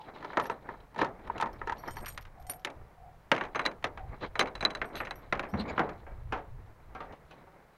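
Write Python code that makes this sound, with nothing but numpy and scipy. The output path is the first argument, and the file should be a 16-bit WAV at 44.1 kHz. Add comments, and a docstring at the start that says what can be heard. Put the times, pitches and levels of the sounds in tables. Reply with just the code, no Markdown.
"""First a hand lifts a padlock off the metal hasp of a wooden shed door, with clacks and jingling keys.
From about 2 s the lock clacks in the hand, and its loose shackle (the metal loop) rings at times.
At 5.5 s the door is dragged open with a groan, two creaks and a bump; after 6 s the open shed echoes.
All along, a brick wall answers the knocks and gusts buffet a small boxed-in microphone,
while a faint hollow tone comes and goes over the far rush of the yard."""
import sys
import numpy as np
from scipy import signal
from scipy.fft import rfft, irfft, next_fast_len
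from scipy.io import wavfile
from scipy.ndimage import uniform_filter1d, map_coordinates

SR = 44100
rng = np.random.default_rng(int(sys.argv[2]) if len(sys.argv) > 2 else 0)


def unload_wav(signal):
    """Save mono or channel-first audio to the path in sys.argv[1] as 16-bit WAV at rate SR, clipped to [-1, 1]."""
    wavfile.write(
        sys.argv[1],
        SR,
        np.round(np.clip(np.atleast_2d(signal).T, -1, 1) * 32767).astype(np.int16),
    )


N = 342657

# Knocks of lock, hasp and door: (time [s], level [dB], high clack relative to that level [dB])
HITS = [(0.161, -37, -11), (0.226, -35, -12), (0.246, -31, -7), (0.302, -31, -25), (0.332, -26.5, -18),
        (0.371, -9.5, -16), (0.398, -18, -8), (0.455, -29, -6), (0.498, -18, -13.5), (0.689, -27, -23),
        (0.738, -38.5, -30), (0.945, -45, -3), (0.961, -32, -10), (0.98, -33, -6), (0.99, -22.5, -8),
        (1.015, -12, -13.5), (1.046, -21.5, -10), (1.274, -35, -8), (1.299, -26.5, -47), (1.38, -30.5, -4),
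        (1.4, -21.5, -13), (1.411, -31, 5), (1.424, -13.5, -14), (1.459, -25.5, -17), (1.615, -26, -26),
        (1.673, -22, -13), (1.696, -20, -13.5), (1.722, -25, -10), (1.836, -32, -67), (1.883, -26.5, -35),
        (1.968, -29, -18), (1.985, -40, -6), (2.047, -36, -7), (2.064, -27.5, -9), (2.176, -29.5, 1),
        (2.197, -53, -8), (2.252, -41, -5), (2.496, -33.5, -1), (2.648, -30, 8.5), (2.671, -29, -22),
        (3.316, -8.5, -6), (3.379, -24, -14), (3.41, -17, -22), (3.437, -29.5, -11), (3.451, -32.5, -10),
        (3.548, -23.5, -15), (3.557, -18, -15), (3.593, -17, -14.5), (3.616, -39, -3), (3.633, -43, -10),
        (3.653, -18.5, -8.5), (3.662, -16.5, -4.5), (3.826, -40, -7), (3.842, -16.5, -4.5),
        (3.974, -30, -13), (4.355, -25, -12), (4.393, -13, 0.5), (4.411, -15, -11), (4.473, -30, -10.5),
        (4.553, -31.5, -3.5), (4.608, -27, -6), (4.626, -21, -11.5), (4.651, -16, -10),
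        (4.705, -30.5, -4.5), (4.75, -26, -5), (4.816, -20.5, -17), (4.846, -33, -23), (4.955, -33.5, -1),
        (4.969, -32, -8), (5.003, -19, -32.5), (5.051, -36, -2), (5.071, -28.5, -16.5), (5.109, -25.5, -9),
        (5.325, -14, -11.5), (5.394, -22, -6), (5.434, -26.5, -31), (5.452, -36, -20), (5.538, -22.5, -37),
        (5.778, -17.5, -23), (5.793, -12, -15.5), (5.892, -32, -7.5), (6.066, -37.5, -43.5),
        (6.323, -20, -12), (6.949, -31, -12.5), (7.004, -30, -14.5), (7.124, -43, -5.5),
        (7.31, -42.5, -2.5), (7.47, -45.5, -22)]
# The low thud as the lock goes from hasp to air, hand and door: (time [s], level relative to knock [dB])
THUD_LEVELS = [(0, -13), (1.0, -8), (2.2, -22.5), (2.6, -2), (3.6, -11.5), (4.7, -6.5), (5.2, -14),
               (5.5, -3), (6.4, -7.5)]
# Notes of the lock's body, heard once it is in the hand: (pitch [Hz], width [Hz], level [dB])
LOCK_NOTES = [(1920, 740, 3)]
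# Notes of the hasp plate on the planks: (pitch [Hz], width [Hz], level [dB])
HASP_NOTES = [(930, 110, 8), (1280, 90, -3), (1750, 130, -1), (400, 90, -5)]
def knocks():
    """Lock, hasp and planks hit each other and bounce; the low thud lasts longest."""
    times, db, clack_db = np.transpose(HITS)
    thud_db = np.interp(times, *np.transpose(THUD_LEVELS))
    hits = times, rng.random((len(times), 4, 2))  # four random bounces each
    on_hasp = np.interp(np.arange(N) / SR, [2.0, 2.1], [1, 0])
    in_hand = (1 - on_hasp) * (np.arange(N) < 5.5 * SR)  # until the door is pulled
    middle = clacks(hits, db - 4.5, hz=(675, 1620), seconds=(0.00097, 0.02, 0.11),
                    tail_db=-9, bounce_db=-9.5)
    body = clacks(hits, db - 6.5, hz=(1430, 3700), seconds=(0.00027, 0.012, 0.065),
                  tail_db=-9, bounce_db=-6)
    thud = clacks(hits, db + thud_db, hz=(76, 715), seconds=(0.0052, 0.061, 0.32),
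                  tail_db=-10.5, bounce_db=-4.5)
    high = clacks(hits, db + clack_db - 6.5, hz=(2020, 5560), seconds=(0.0004, 0.033, 0.08),
                  tail_db=-49, bounce_db=-7)
    top = clacks(hits, db + 1.55 * clack_db - 20, hz=(10000, 12000), seconds=(0.00025, 0.026, 0.023),
                 tail_db=-34.5, bounce_db=-10.5)  # hard hits reach the highest treble
    out = middle * amp(-8 * on_hasp) + thud + high + top
    out += amp(0.4) * resonate(middle * on_hasp, HASP_NOTES)
    out += resonate(body * in_hand, LOCK_NOTES)
    singing = shackle(times, db + clack_db - 9.5)
    t = np.arange(SR // 8) / SR
    plate = [(hz, gain - 6, 2.2 / width) for hz, width, gain in HASP_NOTES]  # narrow notes ring longer
    attack = 1 - np.exp(-t / 0.0024)
    for at, level in zip(times[times < 2], db[times < 2]):  # each blow on the hasp rings the plate
        out[round(at * SR):][:len(t)] += amp(level - 2) * attack * ring(plate, t, spread_db=7)
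    rattle = amp(5.5 * wobble(140))  # the loose shackle rattles in its hole
    return out + singing * rattle


# The tone colour of a clack: (frequency [Hz], level [dB])
CLACK_COLOUR = [(60, -39.5), (110, -9.5), (1270, 1.5), (2200, 0), (3800, -8), (5000, -14.5), (6300, -14),
                (9000, -22.5), (12500, -35.5), (15800, -62)]
def clacks(hits, db, hz, seconds, tail_db, bounce_db):
    """One band of noise for every hit and bounce: a quick snap, then a tail from wood and wall."""
    times, bounces = hits
    rise, snap, tail = seconds  # snap and tail: time to fade by 60 dB
    t = np.arange(SR // 3) / SR
    shape = (1 - np.exp(-t / rise)) * np.sqrt(amp(-120 * t / snap) + amp(2 * tail_db - 120 * t / tail))
    late, weak = bounces.T
    bounce_times = times + .004 + .05 * late ** 1.5
    bounce_levels = db + bounce_db - 18 * weak - 8 * late
    power = np.zeros(N + SR)
    for at, level in (times, db), (bounce_times, bounce_levels):
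        power += np.bincount(np.round(at * SR).astype(int).ravel(), amp(2 * level).ravel(), N + SR)
    loudness = np.sqrt(np.abs(signal.fftconvolve(power[:N], shape ** 2)[:N]))
    colour = lambda f: band(*hz)(f) * amp(along(CLACK_COLOUR, f))
    hiss = rng.standard_normal(N)
    return filtered(loudness * hiss, colour) / np.std(filtered(hiss, colour))


# Notes of the shackle: (pitch [Hz], level [dB], fade time [s])
SHACKLE_NOTES = [(3978, 0, .06), (6280, -17, .07), (8310, -25, .07)]
# When the shackle hangs loose: (start [s], end [s])
LOOSE_TIMES = [(3.35, 3.7), (4.3, 5.15)]
def shackle(times, db):
    """While it hangs loose, the shackle rings at every knock."""
    out, t = np.zeros(N + SR), np.arange(SR // 8) / SR
    loose = np.any([(times > start) & (times < end) for start, end in LOOSE_TIMES], 0)
    for at, level in zip(times[loose], db[loose]):
        out[round(at * SR):][:len(t)] += amp(level) * ring(SHACKLE_NOTES, t, spread_db=5)
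    return out[:N]


# Notes of the long, flat, small and brass keys, one list each: (pitch [Hz], level [dB], fade time [s])
KEY_NOTES = [
    [(11430, -6, .4), (11640, 0, .4), (12080, -5, .3)],
    [(8312, -6, .15), (8590, -3, .2), (6934, -13, .2)],
    [(9630, 1, .15)],
    [(5760, -4, .2), (5265, -10, .15), (4440, -9, .15), (3130, -7, .1), (2000, -5, .08)],
]
# Keys that are only shaken, not struck: (key name, level relative to the long key [dB])
SHAKEN_KEYS = {"flat": -11, "small": -14, "brass": -9}
# Touches of the long key: (time [s], level [dB], what it meets, time until it is muffled [s])
KEY_TOUCHES = [(0.422, -57.5, "small", 0.054), (.465, -53.5, "brass", 0.0092), (.508, -67, "flat", .024),
               (1.531, -60.5, "brass", 0.027), (1.782, -56.5, "brass", 0.14),
               (1.878, -54.5, "brass", 0.075), (1.909, -45, "flat", .056), (1.968, -46.5, "brass", 0.024),
               (2.01, -53.5, "flat", 0.12), (2.06, -36, "ring", 0.016), (2.082, -42, "flat", 0.051),
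               (2.211, -49.5, "ring", 0.012), (2.4, -59, "ring", 0.037), (2.468, -46, "flat", 0.096),
               (2.498, -37, "small", 0.027), (2.596, -60, "brass", 0.013), (4.855, -57.5, "flat", 0.058),
               (4.961, -53.5, "flat", 0.061), (5.157, -60, "ring", 0.05), (5.488, -58, "brass", .07)]
def keys(struck_db=5):
    """Each touch ticks and rings the keys, and three weaker touches follow."""
    out, t = np.zeros(N + SR), np.arange(SR // 7) / SR
    for start, db, met, life in KEY_TOUCHES:
        key_dbs = [0] + [struck_db if key == met else shaken for key, shaken in SHAKEN_KEYS.items()]
        for turn, (wait, weak) in enumerate(rng.random((4, 2))):
            dull_noise = uniform_filter1d(rng.standard_normal(len(t)), size=5)
            tick = amp(15.5 - 60 * t / 0.0056) * dull_noise  # flat faces meet
            tones = sum(amp(gain) * ring(notes, t, spread_db=5, life=life * (.4 + .6 * wait))
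                        for notes, gain in zip(KEY_NOTES, key_dbs))
            level = db - 5 - (turn > 0) * (3 + 8 * weak)
            at = start + turn * (.004 + .4 * life * wait)
            out[round(at * SR):][:len(t)] += amp(level) * (tones * amp(-4 * turn) + tick)
    flutter = amp(3 * wobble(110))  # a fast random flutter roughens the keys' ringing
    return filtered(out[:N] * flutter, band(1600, 11000))


# The jolts in which the door breaks free: (time [s], level [dB])
DOOR_JOLTS = [(5.545, -31), (5.6, -36.5)]
def door(rise_s=0.011, jolt_fade_s=0.16, groan_db=-11, groan_fade_s=1.14):
    """The planks shudder on two low notes: each jolt rises, drops quickly and groans on."""
    loudness = np.zeros(N)
    for at, db in DOOR_JOLTS:
        t = np.arange(N) / SR - at
        before, after = np.minimum(t, 0), np.maximum(t, 0)
        fade = amp(-60 * after / jolt_fade_s) + amp(groan_db - 60 * after / groan_fade_s)
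        loudness += amp(db) * np.exp(-(before / rise_s) ** 2) * fade
    return loudness * noise(lambda f: peak(f, 76, 14) + 0.6 * peak(f, 200, 45))


# Creaks of metal and hinge: (middle [s], half length [s], pitch [Hz], level [dB])
CREAKS = [(5.603, 0.012, 4160, -44), (5.691, 0.014, 2320, -38.5)]
def creaks():
    """Short uneven slips sing on a blurred pitch and on two and three times that pitch."""
    out = np.zeros(N)
    for at, half, hz, db in CREAKS:
        colour = lambda f: sum(amp(gain) * peak(f, k * hz, .045 * k * hz)
                               for k, gain in enumerate([0, -18, -20], 1))
        out += amp(db) * swell(at, half) * rubbing(300, colour)
    return filtered(out, band(300, 6800))  # the planks swallow the top of each creak


# The rustle of hand and sleeve: (time [s], level [dB])
RUSTLE_LEVELS = [(0, -53.5), (.2, -53), (.9, -62.5), (1.9, -48), (2.3, -61.5), (3.2, -65.5), (5.2, -53),
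                 (6.7, -62.5), (7.77, -60)]
# The tone colour of the low rustle: (frequency [Hz], level [dB])
RUSTLE_COLOUR = [(100, -3.5), (170, 3.5), (800, 1.5), (1450, -6), (2280, -10), (3000, -38), (6000, -104)]
# Scrapes of metal and wood: (middle [s], half length [s], low rustle [dB], high rasp [dB])
SCRAPES = [(0.09, 0.41, -63, -64.5), (0.738, 0.09, -56, -75.5), (1.008, 0.022, -28, -45),
           (1.256, 0.028, -48, -66.5), (1.371, 0.02, -40, -65), (4.143, 0.022, -38.5, -62),
           (4.243, 0.02, -36.5, -46.5), (4.964, 0.022, -39.5, -45), (5.605, 0.022, -40, -46),
           (5.696, 0.063, -44.5, -57.5), (5.794, 0.14, -42, -65), (7.328, 0.02, -57, -62)]
def handling():
    """Hand and sleeve rustle, and scrapes swell and fade with each stroke."""
    rustle = loudness_curve(RUSTLE_LEVELS)
    rasp = rustle * amp(-22.5)
    for at, half, rustle_db, rasp_db in SCRAPES:
        rustle += amp(rustle_db) * swell(at, half)
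        rasp += amp(rasp_db) * swell(at, half)
    rasp_colour = lambda f: (band(2000, 4600)(f) ** 4 + .1 * band(5300, 7300)(f) ** 3
                             + .8 * peak(f, SHACKLE_NOTES[0][0], 90))  # the shackle colours the rasp
    rustle *= rubbing(120, lambda f: amp(along(RUSTLE_COLOUR, f)))
    return rustle + rasp * rubbing(210, rasp_colour, smooth=0.34)


def rubbing(slips_per_s, colour, smooth=2.6):
    """Surfaces catch and let go in tiny slips, which makes their noise rough."""
    slips = (rng.random(N) < slips_per_s / SR) * amp(9.9 * rng.random(N))
    fade = amp(-60 * np.arange(SR // 20) / SR / 0.041)
    loudness = (smooth + signal.fftconvolve(slips, fade)[:N]) * amp(3.5 * wobble(25))
    return unit(filtered(loudness * rng.standard_normal(N), colour))


def shed_echo(hits, open_s=6, fade_s=0.17):
    """The open shed makes the last knocks ring on."""
    t = np.arange(SR // 4) / SR
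    room = amp(-60 * t / fade_s) * rng.standard_normal(len(t))
    echo = signal.fftconvolve(hits * (np.arange(N) > open_s * SR), room)[:N]
    return amp(-27) * filtered(echo, band(600, 5400))


# The strength of the gusts: (time [s], level [dB])
GUST_LEVELS = [(0.0, -66), (1.7, -49.5), (2.21, -50), (3.3, -58.5), (4.2, -47), (4.6, -49.5), (5.49, -50.5),
               (5.58, -66), (6.3, -39), (6.6, -48.5), (7.77, -69)]
# The tone colour of the gusts: (frequency [Hz], level [dB])
GUST_COLOUR = [(15, 3), (35, 7.5), (70, 2.5), (130, -1.5), (300, -65.5)]
def wind():
    """Gusts hit the microphone with a lumpy rumble."""
    lumps = amp(3.5 * wobble(11))
    rumble = noise(lambda f: amp(along(GUST_COLOUR, f)))
    return loudness_curve(GUST_LEVELS) * unit(lumps * rumble)


# A faint hollow tone: (middle [s], half length [s], pitch [Hz], level [dB])
HOLLOW_TONES = [(2.39, 0.03, 730, -52.5), (2.52, 0.076, 733, -50), (3.064, 0.063, 734, -51.5),
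                (4.027, 0.043, 753, -48.5), (0.012, 0.033, 890, -45.5)]
# The tone colour of the far rush and the microphone's hiss: (frequency [Hz], level [dB])
YARD_COLOUR = [(35, -24), (60, -1.5), (96, -12), (146, 8), (267, -15), (467, -4.5), (745, -5), (897, -5.5),
               (1810, -12.5), (3160, -24), (7850, -31.5), (15800, -31.5)]
def yard():
    """A steady far rush, with a hollow tone that comes and goes."""
    out = amp(-62.5) * noise(lambda f: amp(along(YARD_COLOUR, f)))
    for at, half, hz, db in HOLLOW_TONES:
        out += amp(db) * swell(at, half) * noise(lambda f: peak(f, hz, 45))
    return out


def ring(notes, t, spread_db, life=1):
    """Struck metal: each note starts at a random strength, fades and is muffled after about life s."""
    draws = rng.standard_normal((len(notes), 2))
    out = 0
    for (hz, db, fade_s), (strength, stretch) in zip(notes, draws):
        muffle = 1 + (t / max(life, .005) / amp(0.374 * stretch)) ** 6
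        out += amp(db + spread_db * strength - 60 * t / fade_s) * np.sin(2 * np.pi * hz * t) / muffle
    return out


def resonate(x, notes):
    """An object passes on the parts of a sound that lie near its own notes."""
    return filtered(x, lambda f: sum(amp(db) * 1j * f * width / (hz * hz - f * f + 1j * f * width)
                                     for hz, width, db in notes))


def amp(db):
    """Turns decibels into a multiplier."""
    return 10 ** (np.asarray(db) / 20)


def unit(x):
    """Scales a sound to an average (rms) level of 1."""
    return x / np.sqrt(np.mean(x ** 2) + 1e-20)


def along(points, hz):
    """Reads between (frequency, level) points on a log frequency scale."""
    freqs, levels = np.transpose(points)
    return np.interp(np.log(hz + 1), np.log(freqs + 1), levels)


def loudness_curve(points):
    """Joins (time, level) points into one multiplier per sample."""
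    return amp(np.interp(np.arange(N) / SR, *np.transpose(points)))


def swell(at, half):
    """A smooth rise and fall around a moment."""
    return np.exp(-((np.arange(N) / SR - at) / half) ** 2)


def wobble(rate):
    """A smooth curve through rate random points a second."""
    return map_coordinates(rng.standard_normal(int(N * rate / SR) + 4), [np.arange(N) * rate / SR])


def filtered(x, colour):
    """Multiplies each frequency f in a sound by colour(f)."""
    size = next_fast_len(N + SR // 2)
    return irfft(rfft(x, size) * colour(np.fft.rfftfreq(size, 1 / SR)), size)[:N]


def band(lo_hz, hi_hz):
    """Keeps a range of frequencies, with soft edges."""
    return lambda f: 1 / np.sqrt((1 + (lo_hz / (f + 1)) ** 6) * (1 + (f / hi_hz) ** 6))


def peak(f, hz, half_width):
    """A hump around one frequency."""
    return 1 / (1 + ((f - hz) / half_width) ** 2)


def noise(colour):
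    """Noise with a tone colour, at level 1."""
    return unit(filtered(rng.standard_normal(N), colour))


def scene():
    """Adds it all up; the microphone's box cancels a narrow band of treble in the near sounds."""
    hits = knocks()
    near = hits + shed_echo(hits) + keys() + handling() + creaks() + door()
    boxed = filtered(near, lambda f: 1 - peak(f, 7950, 300))
    return (boxed + wind() + yard())[None]


def record(dry):
    """The recorder keeps nothing above 15830 Hz."""
    return filtered(dry[0], lambda hz: hz < 15830)[None]


dry = scene()
out = record(dry)
unload_wav(out)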